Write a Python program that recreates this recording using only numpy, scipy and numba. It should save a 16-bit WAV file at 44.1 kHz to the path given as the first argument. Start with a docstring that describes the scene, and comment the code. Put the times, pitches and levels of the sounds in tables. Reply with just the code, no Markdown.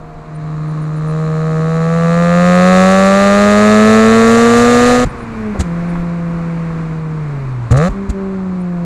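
"""On the road, close to the open tailpipe of a moving car with a two-rotor engine.
It pulls hard up the revs: firings boom and bark in the pipe, then steepen into a rasp that overloads
the microphone. It lifts with a thump, pops on the gear change, coasts on a drone and is blipped for a
downshift. A loose fitting squeaks faintly, and tyre and wind roar lie under it all."""
import sys
import numpy as np
from scipy import signal
from scipy.fft import rfft, irfft
from scipy.io import wavfile
from scipy.ndimage import uniform_filter1d
from numba import njit

SR = 44100
rng = np.random.default_rng(int(sys.argv[2]) if len(sys.argv) > 2 else 0)


def waveform_to_disk(signal):
    """Save audio, clipped to [-1, 1], as 16-bit WAV at the path in sys.argv[1]."""
    frames = np.transpose(np.atleast_2d(signal))
    scaled = np.clip(frames, -1, 1) * 32767
    samples = np.round(scaled).astype(np.int16)
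    wavfile.write(sys.argv[1], SR, samples)


N = 390279

# firing rate, one firing from each rotor to a shaft turn: t/s, f/Hz
FIRING_RATE = [(0, 158), (.26, 154.2), (.98, 154), (1.12, 156.8), (1.56, 158.6), (2.13, 168.9),
               (2.62, 181.5), (3.95, 219.2), (4.7, 240.5), (5.04, 248.3), (5.51, 209.5), (5.68, 168.9),
               (5.89, 172.8), (6.6, 166.2), (7.17, 155.7), (7.71, 112.7), (7.8, 149.6), (7.89, 196.4),
               (8.03, 196.6), (8.33, 191.6), (8.85, 170.5)]
# engine load for the pull and for the blip: t/s, level/dB re full load
PULL_LOAD = [(.26, -38), (.34, -28), (.5, -23), (1, -19), (1.12, -15.5), (1.8, -11), (2.75, 0.5), (3.5, -1),
             (4.9, 0), (5.03, -3.5)]
BLIP_LOAD = [(7.71, -11), (7.78, -8), (7.82, -5.5), (7.88, -7)]
# open throttle: opens t/s, shuts t/s
THROTTLE_SPANS = [(-.1, 5.047), (7.708, 7.886)]
# exhaust voices by name: level/dB at full load and mid revs, slope/dB per load dB, slope/dB per Hz
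EXHAUST_VOICES = {"boom": (-8.5, 0.55, 0), "bark": (-8.5, 0.99, -0.0075), "rasp": (-13, 1.1, -0.014),
                  "hiss": (-28.5, 1.14, 0.081)}
# the boom swells and sags across the pipe's resonances: firing f/Hz, level/dB
BOOM_RESONANCES = [(115, 10), (155, 1.5), (178, 1.3), (198, -2.5), (216, 2), (248, -2.5)]
# the pipe with the throttle shut: firing f/Hz, boom level/dB, overtone level/dB
DRONE_LEVELS = [(115.85, -18.5, -63), (135, -20, -36.5), (159, -19.5, -33.5), (171, -17.5, -30.5),
                (185.2, -18, -33), (194.2, -20.5, -23.5), (200.5, -20.5, -36.5), (212.7, -19, -25.5),
                (224, -25.5, -36.5), (240, -35, -33.5)]
# slugs of gas and afterfire: t/s, thump level/dB, f/Hz at the crest, rise t/s, spit level/dB
AFTERFIRE = [(5.044, -11, 44, 0.02, -41), (5.5848, -7, 75.4, .021, -21), (7.703, -5.5, 65, 0.016, -22),
             (7.76, -15, 70, 0.016, -24.5), (7.88, -12.5, 46.4, 0.024, -46.5), (8.086, -8.5, 58, .016, -31)]
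# weak stray firings on the overrun: t/s, level/dB, centre f/Hz, decay t/s
STRAY_FIRINGS = [(5.546, -18, 494, 0.026), (5.952, -19, 1000, 0.0095)]
# the pipe's tone colours for the firing pulses: f/Hz, level/dB
BARK_EQ = [(200, -33), (290, -30), (345, -14.5), (400, -9.5), (460, 4), (510, 2.5), (590, 4.5), (680, -3.5),
           (750, -3), (820, -13.5), (950, -39), (3000, -89.5)]
RASP_EQ = [(400, -20), (570, 4.5), (650, -3.5), (740, -1.5), (900, -20), (1080, -1.5), (1170, 5.5),
           (1320, 2), (1480, -6.5), (1720, -1), (2050, -6), (2250, -12), (2550, -8), (3100, -23.5),
           (3750, -12.5), (4500, -14), (5400, -26.5), (8000, -39)]
DRONE_EQ = [(200, -44), (290, -1.5), (390, 3.5), (500, 2), (600, -11), (700, -3), (850, -30.5), (1300, -23),
            (3500, -71)]
# noise colours of churning gas, exhaust jet, intake, pops, tyres and rushing air: f/Hz, level/dB
CHURN_EQ = [(25, -7.5), (110, 0.5), (280, -15.5), (480, 0.5), (750, -1.5), (920, -19), (1200, -10),
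            (1900, -12), (2600, -21), (3500, -39), (9000, -84)]
HISS_EQ = [(1600, -23), (2700, 0), (3350, -6), (4050, -0.5), (4500, -4), (5400, -8.5), (6000, -4),
           (7100, -1), (8200, -8.5), (10000, -14.5), (12800, -26.5), (15000, -43), (17000, -65)]
INTAKE_EQ = [(3000, -41), (3750, -10), (4100, 2), (4300, -9), (4550, -19), (6000, -45.5)]
SPIT_EQ = [(100, 6), (600, 7), (1400, 0), (3000, -6), (4200, -2.5), (5200, -8), (7200, 1), (10000, -13.5),
           (15000, -36)]
TYRE_EQ = [(20, -13.5), (50, 0.5), (80, -4), (260, -2.5), (480, -12.5), (580, -12.5), (800, -13),
           (1100, -8), (1700, -23), (3200, -36.5), (4150, -32.5), (5200, -41.5), (7500, -40), (15000, -72)]
RUSH_EQ = [(600, -26), (1400, 7), (2400, 1.5), (3200, -16.5), (5200, -19.5), (7500, -23), (10500, -29),
           (15000, -50)]
# jolts that rub the loose fitting: t/s, level/dB
JOLTS = [(.685, -60), (1.085, -49), (1.105, -50), (5.1, -51), (5.2, -51), (5.23, -50), (5.9, -49.5)]
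# rough road that sets off fainter squeaks: from t/s, to t/s, level/dB
ROUGH_STRETCHES = [(0.353, 1, -52), (8.253, 8.65, -53)]
# the fitting's ring: f/Hz, level/dB
FITTING_MODES = [(9060, -1.5), (9750, -8)]
# the car gathers speed, then slows: t/s, roar level/dB, buffeting level/dB
ROAD_LEVELS = [(0, -35.5, -41), (2, -30, -46), (4, -27.5, -38), (5.8, -28.5, -34.5), (8.85, -32, -44)]

MID_REVS_HZ = 169
SHUDDER_HZ, SHUDDER_DEPTH_HZ, SHUDDER_CREST_S = 4.08, 0.44, 1.225
LIGHT_LOAD_DB, LIGHT_LOAD_SLOPE = -21.5, 0.42
BARK_LOAD_DB, BARK_KNEE_DB, BARK_SOFT_DB, BARK_FLOOR_DB = -18, 3.5, -10, -41.5
EDGE_HZ, EDGE_MIN_HZ, EDGE_LOAD_DB_PER_OCTAVE, EDGE_OCTAVES_PER_HZ = 3270, 1060, 9, 0.0014
INTAKE_DB, INTAKE_BY_LOAD = -41.5, 0.78
CHOKE_DB, CHOKE_S = -12, 0.038
SQUEAKS_PER_S = 8.7
TOP_HZ = 15300


def on_throttle(phase, hz):
    """Firings ring the pipe: boom, bark, rasp and hiss each ride the load and the revs."""
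    load_db, = curves(list(PULL_LOAD) + list(BLIP_LOAD))
    revving = hz - MID_REVS_HZ
    boom_db, bark_db, rasp_db, hiss_db = (
        db + by_load * load_db + by_revs * revving for db, by_load, by_revs in EXHAUST_VOICES.values())
    boom_db += np.interp(hz, *np.transpose(BOOM_RESONANCES))
    boom_db += np.minimum(load_db - LIGHT_LOAD_DB, 0) * LIGHT_LOAD_SLOPE
    # the bark breaks out once the load passes a threshold
    held_back = .5 - .5 * np.tanh((load_db - BARK_LOAD_DB) / BARK_KNEE_DB)
    bark_db = np.maximum(bark_db + BARK_SOFT_DB * held_back, BARK_FLOOR_DB)
    # as the revs climb the rotors pull less alike and the gas churns harder
    low = boom(phase + 0.027, uneven_db=-26 + 0.12 * revving, flutter_db=0.38,
               octave_db=-27.5 - 0.67 * np.maximum(revving, -15))
    churn = noise(CHURN_EQ) * (1 + .5 * np.cos(2 * np.pi * (phase - .2))) * undb(-22.5 + 0.18 * revving)
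    bark = steady(colour(pulses(phase, (1, .72), scatter_db=0.33, jitter_s=1e-5), BARK_EQ))
    fronts = pulses(phase, (1, 0), scatter_db=.5, jitter_s=5e-6)
    rasp = shock_rasp(fronts, phase, load_db, revving)
    # at high revs the hiss covers the ring of the pipe wall
    hiss = jet_hiss(phase, revving)
    zing = steady(wall_ring(fronts, decay_s=0.0065)) * undb(-6 - 0.007 * revving)
    # a thin hum at nine times the shaft rate stands out on a light throttle
    hum_db = np.minimum(bark_db + 3, -39) + 1.6 * walk(13)
    hum = np.sin(9 * np.pi * phase) * undb(hum_db)
    body = low * undb(boom_db) + (bark + churn) * undb(bark_db) + hum
    return body + rasp * undb(rasp_db) + (hiss + zing) * undb(hiss_db) + intake_whistle(load_db)


def pulses(phase, rotors, scatter_db, jitter_s):
    """One pressure pulse a firing, no two alike; the rotors take turns at their own strengths."""
    firing = np.arange(1, int(phase[-1]))
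    chance = rng.standard_normal((2048, 2))[firing]
    on_time = np.interp(firing, phase, np.arange(N))
    at = np.clip(on_time + jitter_s * SR * chance[:, 0], 0, N - 2)
    size = np.array(rotors)[firing % 2] * undb(scatter_db * chance[:, 1])
    sample, fraction = at.astype(int), at % 1
    return -np.bincount(sample, size * (1 - fraction), N) - np.bincount(sample + 1, size * fraction, N)


def boom(phase, uneven_db, flutter_db, octave_db):
    """The gas column swings, round and lopsided, at the firing rate and more weakly at the shaft rate."""
    swing = np.sin(2 * np.pi * phase) + undb(octave_db) * np.sin(4 * np.pi * phase)
    shaft = np.sin(np.pi * phase + .5 * walk(30)) * undb(uneven_db + 1.3 * walk(40))
    return -np.sqrt(2) * (swing * undb(flutter_db * walk(70)) + shaft)


def shock_rasp(fronts, phase, load_db, revving):
    """One rotor's pulse steepens into a shock front, brighter with load and revs."""
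    edge_octaves = load_db / EDGE_LOAD_DB_PER_OCTAVE + EDGE_OCTAVES_PER_HZ * revving
    edge_hz = np.maximum(EDGE_HZ * 2 ** edge_octaves, EDGE_MIN_HZ)
    # the other rotor's front stays rounder and gains weight with the revs
    weight = np.clip(0.43 + .018 * revving, .12, .78)
    rounded = weight * pulses(phase, (0, 1), scatter_db=-0.1, jitter_s=1.2e-5)
    both = lowpass(fronts, edge_hz) + lowpass(rounded, np.minimum(edge_hz, 1400))
    return steady(colour(both, RASP_EQ))


def jet_hiss(phase, revving):
    """The exhaust jet hisses most on each outward swing."""
    puff = 1 + 0.35 * np.cos(2 * np.pi * (phase - .78))
    hiss = steady(noise(HISS_EQ) * puff)
    return hiss * undb(-3.5 + 0.015 * revving + 1.066 * walk(90) + 0.43 * walk(16))


def wall_ring(fronts, decay_s):
    """The steel pipe answers each front with a short, dense ring in the treble."""
    t = np.arange(int(.03 * SR)) / SR
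    ring = noise(HISS_EQ)[-len(t):] * np.exp(-t / decay_s)
    return signal.fftconvolve(fronts, ring)[:N]


def intake_whistle(load_db):
    """Air drawn past the open throttle whistles in a narrow band."""
    return noise(INTAKE_EQ) * undb(INTAKE_DB + INTAKE_BY_LOAD * load_db)


def off_throttle(phase, hz):
    """The coasting pipe drones: a clean boom and soft overtones, choked briefly by each pop."""
    rate_hz, *levels = np.transpose(DRONE_LEVELS)
    boom_db, tone_db = (np.interp(hz, rate_hz, db) for db in levels)
    t = np.arange(N) / SR
    choke = sum(np.exp(-((t - s - rise_s) / CHOKE_S) ** 2) for s, _, _, rise_s, _ in AFTERFIRE)
    firings = pulses(phase, (1, .8), scatter_db=.7, jitter_s=2e-5)
    tones = steady(colour(firings, DRONE_EQ))
    low = boom(phase, uneven_db=-27.5 + 0.46 * np.maximum(hz - 180, 0), flutter_db=0, octave_db=-36.5)
    return (low * undb(boom_db) + tones * undb(tone_db)) * undb(CHOKE_DB * choke)


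def pops():
    """Each slug of gas heaves the pipe in a ragged thump of sinking pitch, and spits at its crest."""
    out, t = np.zeros(N), np.arange(N) / SR
    spit = noise(SPIT_EQ) * undb(1.63 * walk(250))
    ragged = noise([(20, -16), (90, 0.5), (220, -4), (500, -25), (2000, -61)]) * undb(-9)
    for s, db, hz, rise_s, spit_db in AFTERFIRE:
        age = np.maximum(t - s, 0) / rise_s
        swell = age ** 2 * np.exp(1 - age ** 2)
        cycles = hz * rise_s * 4 * np.log1p(age / 3)
        thump = np.sqrt(swell) * (ragged - np.sin(2 * np.pi * cycles))
        sizzle = swell ** 2 + 0.15 * np.minimum(age, 1) * np.exp(-age / 2)
        out += undb(db) * thump + undb(spit_db) * sizzle * spit
    return out


def burbles():
    """Stray firings on the overrun come out as soft, hollow puffs."""
    out, t = np.zeros(N), np.arange(N) / SR
    for s, db, hz, decay_s in STRAY_FIRINGS:
        age = np.maximum(t - s, 0)
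        puff = np.minimum(age / 0.0072, 1) * np.exp(-age / decay_s)
        out += undb(db) * puff * noise([(hz / 4, -30), (hz, 0), (hz * 2, -17), (hz * 10, -65)])
    return out


def squeaks():
    """Each rub makes the loose fitting ring for a moment with an unsteady pitch."""
    t = np.arange(N) / SR
    rubs = list(JOLTS)
    for start, end, db in ROUGH_STRETCHES:
        times = start + np.cumsum(rng.exponential(1 / SQUEAKS_PER_S, size=12))
        rubs += [(s, db) for s in times if s < end]
    envelope = sum(undb(db) * np.exp(-((t - s) / 0.013) ** 2) for s, db in rubs)
    ring = sum(undb(db) * np.sin(2 * np.pi * np.cumsum(hz + 110 * walk(600)) / SR)
               for hz, db in FITTING_MODES)
    return envelope * ring * undb(4.3 * walk(200))


def road():
    """Tyres roar, rushing air swells more steeply with speed, and the wake buffets the microphone."""
    road_db, wake_db = curves(ROAD_LEVELS)
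    tyres = noise(TYRE_EQ) * undb(0.75 * walk(14))
    rush = noise(RUSH_EQ) * undb(road_db + 19 + 1.4 * walk(5.4))
    wake = noise([(12, -7), (28, 2.5), (70, -10), (200, -27), (800, -63.5)])
    return (tyres + rush) * undb(road_db) + wake * undb(wake_db + 3.6 * walk(10))


def undb(db):
    """Decibels to gain."""
    return 10 ** (np.asarray(db) / 20)


def curves(rows):
    """Each column of a table as an automation lane of straight ramps."""
    s, *columns = np.transpose(rows)
    return [np.interp(np.arange(N) / SR, s, c) for c in columns]


def colour(x, points):
    """Minimum-phase EQ through points of f/Hz, level/dB."""
    size = 16384
    hz, db = np.transpose(points)
    bin_hz = np.arange(size // 2 + 1) * SR / size
    log_gain = np.log(undb(np.interp(np.log(bin_hz + 1), np.log(hz), db)))
    cepstrum = irfft(log_gain)
    cepstrum[1:size // 2] *= 2
    cepstrum[size // 2 + 1:] = 0
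    return signal.fftconvolve(x, irfft(np.exp(rfft(cepstrum))))[:N]


def steady(x, size=1500):
    """Hold the short-term rms at 1."""
    return x / np.sqrt(np.abs(uniform_filter1d(uniform_filter1d(x * x, size), size)) + 1e-18)


def noise(points):
    """Coloured noise of rms 1."""
    x = colour(rng.standard_normal(N), points)
    return x / x.std()


def walk(rate):
    """Random drift with a spread near 1, at `rate` steps a second."""
    steps = rng.standard_normal(4096)
    return np.interp(np.arange(N) / SR * rate, np.arange(len(steps)), steps)


@njit
def lowpass(x, hz):
    """Two-pole low-pass with a moving corner."""
    y, band_state, low_state = np.empty(len(x)), 0., 0.
    for i in range(len(x)):
        g = np.tan(np.pi * min(hz[i], .4 * SR) / SR)
        band = (band_state + g * (x[i] - low_state)) / (1 + g * (g + 1.3))
        y[i] = low_state + g * band
        band_state, low_state = 2 * band - band_state, 2 * y[i] - low_state
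    return y


def scene():
    """The throttle crossfades the exhaust between its loud and its coasting voice, over the road bed."""
    t = np.arange(N) / SR
    throttle = sum(np.clip((t - opens) / 0.00301, 0, 1) * np.clip((shuts - t) / 0.011 + .5, 0, 1)
                   for opens, shuts in THROTTLE_SPANS)
    # under load the driveline shudders and rocks the firing rate
    shudder = SHUDDER_DEPTH_HZ * np.cos(2 * np.pi * SHUDDER_HZ * (t - SHUDDER_CREST_S))
    hz = curves(FIRING_RATE)[0] + throttle * shudder
    phase = np.cumsum(hz * (1 + 0.000682 * walk(22))) / SR  # counts firings
    coasting = (1 - throttle) * off_throttle(phase, hz)
    pulling = throttle * on_throttle(phase, hz)
    return (pulling + coasting + pops() + burbles() + squeaks() + road())[None]


def record(dry):
    """Overload rounds off peaks near full scale; filters block steady pressure and cut the top."""
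    rounded = dry / (1 + (dry / 1.03) ** 8) ** (1 / 8)
    centred = signal.sosfilt(signal.butter(1, 3, "high", fs=SR, output="sos"), rounded)
    return signal.sosfilt(signal.ellip(8, .2, 70, TOP_HZ, fs=SR, output="sos"), centred)


dry = scene()
out = record(dry)
waveform_to_disk(out)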